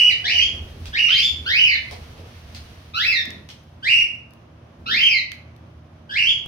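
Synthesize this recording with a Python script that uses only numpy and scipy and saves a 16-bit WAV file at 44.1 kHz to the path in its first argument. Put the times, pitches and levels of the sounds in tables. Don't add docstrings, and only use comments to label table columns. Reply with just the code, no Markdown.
import sys
import numpy as np
from scipy import signal
from scipy.fft import rfft, irfft, next_fast_len
from scipy.io import wavfile
from scipy.ndimage import uniform_filter1d, minimum_filter1d

SR = 44100
rng = np.random.default_rng(int(sys.argv[2]) if len(sys.argv) > 2 else 0)


def generate_wav(sig):
    pcm = np.round(np.clip(np.atleast_2d(sig).T, -1, 1) * 32767).astype(np.int16)
    wavfile.write(sys.argv[1], SR, pcm)


N = 285327
TIME = np.arange(N) / SR


def undb(db):
    return 10 ** (np.asarray(db) / 20)


def unit(x):
    return x / np.sqrt(np.mean(x ** 2))


def at_hz(points, hz):
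    point_hz, value = np.transpose(points)
    return np.interp(np.log(np.maximum(hz, 1)), np.log(point_hz), value)


def colour(x, points, tilt_db=0, pivot_hz=4000):
    hz = np.maximum(np.fft.rfftfreq(x.shape[-1], 1 / SR), 1)
    gain_db = at_hz(points, hz) + tilt_db * np.log2(hz / pivot_hz)
    return irfft(rfft(x) * undb(gain_db), x.shape[-1])


def wander(rate_hz, size=N):
    hz = np.fft.rfftfreq(size, 1 / SR)
    lowpass = 1 / (1 + (hz / rate_hz) ** 4)
    return unit(irfft(rfft(rng.standard_normal(size)) * lowpass, size))


def air_noise(points, alike_hz=520):
    hz = np.fft.rfftfreq(N, 1 / SR)
    alike = 1 / (1 + (hz / alike_hz) ** 2.8)
    spectra = rfft(rng.standard_normal((2, next_fast_len(N))))[:, :len(hz)]
    mid, side = spectra * np.sqrt([1 + alike, 1 - alike]) * undb(at_hz(points, hz))
    return unit(irfft([mid + side, mid - side], N))


def add(out, x, start_s):
    i = max(int(start_s * SR), 0)
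    out[..., i:i + x.shape[-1]] += x[..., :out.shape[-1] - i]


def ramp(t, start_s, length_s):
    return np.clip((t - start_s) / length_s, 0, 1)


def swell(when_s, spread_s):
    return np.exp(-.5 * ((TIME - when_s) / spread_s) ** 2)


# freq_hz, relative density_db (per Hz)
AMBIENT_SPECTRUM = [(25, -36.5), (48, -30.5), (64, -4), (86, 0.5), (172, -7.5), (250, -11.5), (335, -9.5),
                    (438, -18), (621, -11.5), (790, -18), (1120, -18.5), (2020, -27.5), (3000, -29.5),
                    (4200, -38.5), (6200, -40.5), (7600, -56.5), (11000, -56), (15000, -69)]


def ambient(level_db=-48.5, swell_db=1):
    return air_noise(AMBIENT_SPECTRUM) * undb(level_db + swell_db * wander(4))


# freq_hz, relative density_db (per Hz)
HISS_SPECTRUM = [(120, -26), (200, -4.5), (211, -11), (422, -19), (479, -2.5), (525, -29.5), (630, -8),
                 (874, -11.5), (3120, -10), (6130, -17.5), (7480, -31.5), (11000, -27.5), (15500, -32)]


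def hiss(level_db=-50.5, hold_s=2.66, fade_db_per_s=11.5, rest_db=-68, flicker_db=1):
    fade_db = fade_db_per_s * np.maximum(TIME - hold_s, 0)
    course_db = np.maximum(level_db - fade_db, rest_db)
    return air_noise(HISS_SPECTRUM) * undb(course_db + flicker_db * wander(17))


# freq_hz, relative density_db (per Hz)
RUMBLE_SPECTRUM = [(20, -19.5), (40, -1), (60, -1.5), (80, 12), (100, -6.5), (160, -10.5), (300, -16.5),
                   (700, -48.5)]
# centre_s, level_db (before the flutter), spread_s
RUMBLE_SWELLS = [(.6, -37.5, 0.14), (0.874, -38, 0.066), (1.32, -42, 0.17), (1.983, -42, 0.18),
                 (2.616, -43, 0.14), (4.85, -48.5, 0.041)]


def rumble(rest_db=-62, flutter_hz=11.5, flutter_db=3):
    strength = undb(rest_db)
    for centre_s, level_db, spread_s in RUMBLE_SWELLS:
        strength = strength + undb(level_db) * swell(centre_s, spread_s)
    flutter = undb(flutter_db * np.sin(2 * np.pi * flutter_hz * TIME))
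    return air_noise(RUMBLE_SPECTRUM) * strength * flutter


# pitch_hz (centre), level_db (rms, before it wavers)
HUM_TONES = [(82, -50.5), (116, -54), (153, -57.5), (234, -60)]


def hum(drift_hz=3.545, swell_db=3, dip_at_s=4.25, dip_spread_s=0.23, dip_db=7.5):
    tones = []
    for pitch_hz, level_db in HUM_TONES:
        strength = undb(level_db + swell_db * wander(17))
        phase = 2 * np.pi * np.cumsum(pitch_hz + drift_hz * wander(8.07)) / SR
        tones.append(strength * np.sin(phase))
    tones[0] = tones[0] * undb(-dip_db * swell(dip_at_s, dip_spread_s))
    return np.sqrt(2) * sum(tones)


# start_s, length_s, level_db (rms at the crest)
LOW_TONE_NOTES = [(0.22, 0.094, -48.5), (0.312, 0.076, -47)]


def low_tone(pitch_hz=725):
    strength = 0
    for start_s, length_s, level_db in LOW_TONE_NOTES:
        strength = strength + undb(level_db) * np.sin(np.pi * ramp(TIME, start_s, length_s))
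    return np.sqrt(2) * strength * np.sin(2 * np.pi * pitch_hz * TIME)


# centre_s, level_db, spread_s, pitch_hz (where the noise is strongest)
BUMPS = [(0.545, -50.5, 0.36, 404), (1.418, -49.5, 0.09, 256), (2.203, -48.5, 0.079, 468),
         (3.292, -42.5, 0.02, 203), (3.365, -44, 0.077, 167), (4.813, -65, 0.027, 150.4),
         (4.918, -43.5, 0.072, 200)]


def bumps():
    out = 0
    for centre_s, level_db, spread_s, pitch_hz in BUMPS:
        band = [(pitch_hz / 3, -20), (pitch_hz, 0), (pitch_hz * 2, -10),
                (pitch_hz * 8, -40), (pitch_hz * 32, -65)]
        out = out + air_noise(band) * undb(level_db) * swell(centre_s, spread_s)
    return out


# freq_hz, t60_s (time to decay by 60 dB)
YARD_DECAY = [(300, .5), (1500, .46), (3000, .46), (4000, .39), (6000, .41), (10000, .38), (16000, .32)]


def yard(x, build_s=.006, early=0.94, early_s=0.032):
    t = np.arange(SR) / SR
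    hz, when_s, cells = signal.stft(rng.standard_normal((2, SR)), SR, nperseg=256)
    decay = np.exp(-np.log(1000) * when_s / at_hz(YARD_DECAY, hz)[:, None])
    tail = signal.istft(cells * decay, SR)[1][:, :SR]
    tail = tail * (1 - np.exp(-t / build_s)) * (1 + early * np.exp(-t / early_s))
    tail /= np.sqrt(np.sum(tail ** 2, axis=1, keepdims=True))
    return signal.fftconvolve(x, tail, axes=1)[:, :x.shape[1]]


# start_s, level_db (before the paths), thud_db and ring_db (relative trims)
KNOCKS = [(0.856, -27, -22, -8.5), (1.911, -25, 3.5, -5), (2.548, -26, -18, -19), (3.489, -28, -13.5, 1.5)]
# freq_hz, gain_db
CONTACT_SPECTRUM = [(500, -5), (1500, -0.5), (3000, 4), (5000, 4.5), (7500, -12), (11000, -16.5),
                    (15000, -18.5)]
# pitch_hz, level_db (relative), t60_s
KNOCK_RING = [(2180, -5.5, 0.22), (2930, 2, 0.041), (3220, -3, 0.39), (3644, -12.5, .2), (5000, -18, 0.17),
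              (5210, -4, .16), (6200, -7.5, 0.22)]


def knocks(decay_s=0.0041, thud_hz=650, thud_s=0.025, ringing_db=-17, direct_db=-8, echo_db=-3):
    out, t = np.zeros((2, N)), np.arange(SR // 3) / SR
    thud_band = signal.butter(2, [thud_hz / 2, thud_hz * 1.42], "band", fs=SR, output="sos")
    ring = 0
    for pitch_hz, level_db, t60_s in KNOCK_RING:
        ring = ring + undb(level_db) * np.sin(2 * np.pi * pitch_hz * t) * np.exp(-np.log(1000) * t / t60_s)
    for start_s, level_db, thud_db, ring_db in KNOCKS:
        noise = rng.standard_normal((2, len(t)))
        contact = unit(colour(noise, CONTACT_SPECTRUM)) * np.exp(-t / decay_s)
        thud = 0.22 * unit(signal.sosfilt(thud_band, noise)) * np.exp(-t / thud_s)
        knock = contact + undb(thud_db) * thud + undb(ring_db + ringing_db) * ring
        add(out, undb(level_db) * knock, start_s)
    return undb(direct_db) * out + undb(echo_db) * yard(out)


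# start_s, peak_db (before pan and echo), tilt_db (brightness per octave)
SEED_CRACKS = [(3.255, -23, -1), (3.305, -25, -1.5), (3.637, -53.5, 7), (4.308, -44.5, -0.5),
               (4.336, -39.5, 2.5), (5.318, -19.5, -4), (5.564, -41, 2), (5.703, -59.5, 12.5),
               (6.461, -25, -18)]
# freq_hz, gain_db
HUSK_SPECTRUM = [(700, -34.5), (1500, 6.5), (4000, 7), (6500, -1.5), (8000, -13.5), (11000, -7),
                 (15000, -9)]


def seeds(decay_s=.0016, echo_db=-8, pan_db=4):
    out, t = np.zeros((2, N)), np.arange(SR // 20) / SR
    port_db = np.array([[pan_db], [-pan_db]]) / 2
    for start_s, peak_db, tilt_db in SEED_CRACKS:
        snap = colour(rng.standard_normal((2, len(t))), HUSK_SPECTRUM, tilt_db) * np.exp(-t / decay_s)
        add(out, snap / np.abs(snap).max() * undb(peak_db + port_db), start_s)
    return out + undb(echo_db) * yard(out)


def arch(rise_s, hold_s, fall_s, first_hz, top_hz, last_hz, bend, fall_bend=0.57):
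    t = np.arange(0, rise_s + hold_s + fall_s, 1 / SR)
    climb = ramp(t, 0, rise_s) ** bend
    fall = ramp(t, rise_s + hold_s, fall_s) ** fall_bend
    return first_hz * (top_hz / first_hz) ** climb * (last_hz / top_hz) ** fall


def two_steps(rise_s, sag_s, second_s, first_hz, top_hz, second_hz, bend,
              sag_share=.07, droop_share=0.0395, step_s=0.049):
    t = np.arange(0, rise_s + sag_s + second_s, 1 / SR)
    climb = ramp(t, 0, rise_s) ** bend
    first = first_hz * (top_hz / first_hz) ** climb * (1 - sag_share * ramp(t, rise_s, sag_s))
    second = second_hz * (1 - droop_share * ramp(t, rise_s + sag_s, second_s) ** 2)
    return first + (second - first) * ramp(t, rise_s + sag_s, step_s)


def effort(octaves, attack_s, db_per_octave=9.5, attack_db=7, release_s=0.038, release_db=10):
    t = np.arange(len(octaves)) / SR
    attack = attack_db * (1 - ramp(t, 0, attack_s))
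    release = release_db * ramp(t, t[-1] - release_s, release_s)
    return db_per_octave * octaves - attack - release


# freq_hz, gain_db
THROAT = [(1200, -0.5), (1600, -6.5), (2200, -2.5), (3000, -3), (3700, -0.5), (4500, -10), (5200, -11.5),
          (5900, -26.5), (7200, -29), (8600, -38.5), (9700, -45), (11400, -43), (13000, -43), (15000, -46)]
# freq_hz, gain_db
RUSH_SPECTRUM = [(1100, -38.5), (1700, -12.5), (2200, 2), (3500, -12), (4700, 13.5), (5600, 4),
                 (6800, -34.5), (9000, -28.5), (15000, -38)]
SHEEN_HZ = (8500, 11400, 15000)


def syrinx(hz, effort_db, lift_db, rasp, sheen_db, waver=0.0075, jitter=0.33, fray=3.1,
           lowest_hz=1300, rush_db=-15, count=12, deepest_sag=.58, edge_s=.01):
    t = np.arange(len(hz)) / SR
    hz = hz * (1 + waver * wander(60, len(t)))
    drag = rasp * jitter * np.maximum(wander(170, len(t)), 0) ** 2
    sag = deepest_sag * np.tanh(drag / deepest_sag)
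    phase = 2 * np.pi * np.cumsum(hz - sag * np.maximum(hz - lowest_hz, 0)) / SR
    k = np.arange(1, count + 1)[:, None]
    slip = rasp * fray * np.sqrt(k - 1) * np.array([wander(220, len(t)) for _ in k])
    partial_db = at_hz(THROAT, k * hz) + (k > 1) * lift_db
    partial_db += np.interp(k * hz, (6000, *SHEEN_HZ), (0, *sheen_db))
    gleam_db = 2.5 * np.log2(hz / hz.max()) - 9 * t / t[-1]
    partial_db += gleam_db * np.interp(k * hz, (6000, SHEEN_HZ[0]), (0, 1))
    audible = k * hz < SR / 2
    stack = np.sqrt(2) * np.sum(undb(partial_db) * audible * np.sin(k * phase + slip), axis=0)
    rush_noise = unit(colour(rng.standard_normal(len(t)), RUSH_SPECTRUM))
    rush = rasp * undb(rush_db + lift_db) * rush_noise
    gate = np.clip(np.minimum(t, t[-1] - t) / edge_s, 0, 1)
    flutter = np.exp(.7 * rasp * wander(120, len(t)))
    return (stack + rush) * gate * flutter * undb(effort_db)


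# freq_hz, gain_db
SHADE = [(3000, 0), (4500, -2.5), (7000, -7), (15000, -10)]
SHEEN_DB = (-1.5, 5.5, 0)
# start_s, rise_s, hold_s, fall_s, first_hz, top_hz, last_hz,
# bend (exponent of the climb: 1 even, more = slow start), level_db (before effort and paths), attack_s,
# lift_db (overtones), rasp (0-1), sheen_db, sheen_tilt_db (per octave), lead_ms (of the left port)
ARCHED_CALLS = [ (-.1, 0.065, 0.13, .036, 2324, 2958, 1750, 1.32, -10, 0.015, -2, 0.26, 1.9, -21.5, .36),
                (1.083, 0.15, 0.037, 0.03, 1198, 3542, 3228, .95, -14.5, 0.14, 7, .37, 3.5, 7.5, 0),
                (1.455, 0.14, 0.062, .112, 1320, 2988, 1900, .85, -11, 0.0056, -3, 0.24, 1.8, 25, .18),
                (2.935, .128, 0.039, 0.12, 1256, 2660, 1710, 1.48, -15.5, 0.021, 0.05, 0.21, 4.5, 18.5, .5),
                (3.825, .074, 0.11, 0.025, 1530, 2827, 2676, 1.3, -11, .07, -6, .25, 1.7, -24.5, .43),
                (4.857, .158, .06, 0.13, 1218, 3136, 1930, 0.96, -12, 0.045, -0.55, 0.28, 0.45, 25.5, .45)]
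# start_s, rise_s, sag_s, second_s (length of the second note), first_hz, top_hz, second_hz,
# bend, level_db, attack_s, lift_db, rasp, sheen_db, sheen_tilt_db, lead_ms (all as above)
STEPPED_CALLS = [ (.238, 0.082, 0.064, 0.081, 1518, 3069, 3320, 1.0, -12.5, 0.0057, 5, 0.37, -3, -4, .45),
                 (.925, .07, .082, .125, 1520, 2974, 3270, 1.1, -13, .014, -1.5, .29, -3.5, -15.5, .34),
                 (6.09, .096, .058, 0.1, 1589, 2953, 3400, 2.5, -12.5, 0.076, -2.5, .35, 0, -18, 0.42)]


def cockatiels(pan_db=-0.93, direct_db=-3, echo_db=-1.7, lead_in_s=.1, rasp_swing=0.331, glide=4.46):
    lead_in = int(lead_in_s * SR)
    direct, to_walls = np.zeros((2, 2, lead_in + N))
    port_gain = undb(np.array([[pan_db], [-pan_db]]) / 2)
    sheen_octaves = np.log2(np.array(SHEEN_HZ) / SHEEN_HZ[1])
    kinds = (ARCHED_CALLS, arch, -1.7), (STEPPED_CALLS, two_steps, 4)
    for calls, pitch, lift_slope in kinds:
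        for start_s, *shape, level_db, attack_s, lift_db, rasp, sheen_db, tilt_db, lead_ms in calls:
            hz = pitch(*shape)
            octaves = np.log2(hz / hz.max())
            climb_rate = np.gradient(octaves) * SR
            roughness = rasp * (1 + rasp_swing * np.tanh(climb_rate / glide))
            sheen = np.array(SHEEN_DB) + sheen_db + tilt_db * sheen_octaves
            strength_db = level_db + effort(octaves, attack_s)
            call = syrinx(hz, strength_db, lift_db + lift_slope * octaves, roughness, sheen)
            call = call * port_gain
            add(direct[0], call[0], start_s + lead_in_s)
            add(direct[1], call[1], start_s + lead_in_s + lead_ms / 1000)
            add(to_walls, call, start_s + lead_in_s)
    straight = undb(direct_db) * colour(direct, SHADE)
    echoes = undb(echo_db) * yard(to_walls)
    return (straight + echoes)[:, lead_in:]


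def scene():
    background = ambient() + hiss() + rumble() + hum() + low_tone()
    return background + bumps() + knocks() + seeds() + cockatiels()


# freq_hz, difference_db (left minus right)
PORTS = [(100, -1.1), (400, -2.5), (1500, -0.5), (3000, -2), (5000, 0.5), (7000, 3.5), (9000, 12.5),
         (12000, 5.5)]


def record(dry, top_hz=15750, ceiling=.95):
    padded = np.pad(dry, ((0, 0), (0, next_fast_len(N + SR // 10) - N)))
    ports = []
    for x, side in zip(padded, (1, -1)):
        ports.append(colour(x, [(hz, side * db / 2) for hz, db in PORTS]))
    ports = np.array(ports)[:, :N]
    headroom = ceiling / np.maximum(np.abs(ports).max(axis=0), ceiling)
    gain = uniform_filter1d(minimum_filter1d(headroom, size=256), size=256)
    lowpass = signal.ellip(10, .1, 80, top_hz, fs=SR, output="sos")
    return signal.sosfilt(lowpass, ports * gain)


dry = scene()
out = record(dry)
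generate_wav(out)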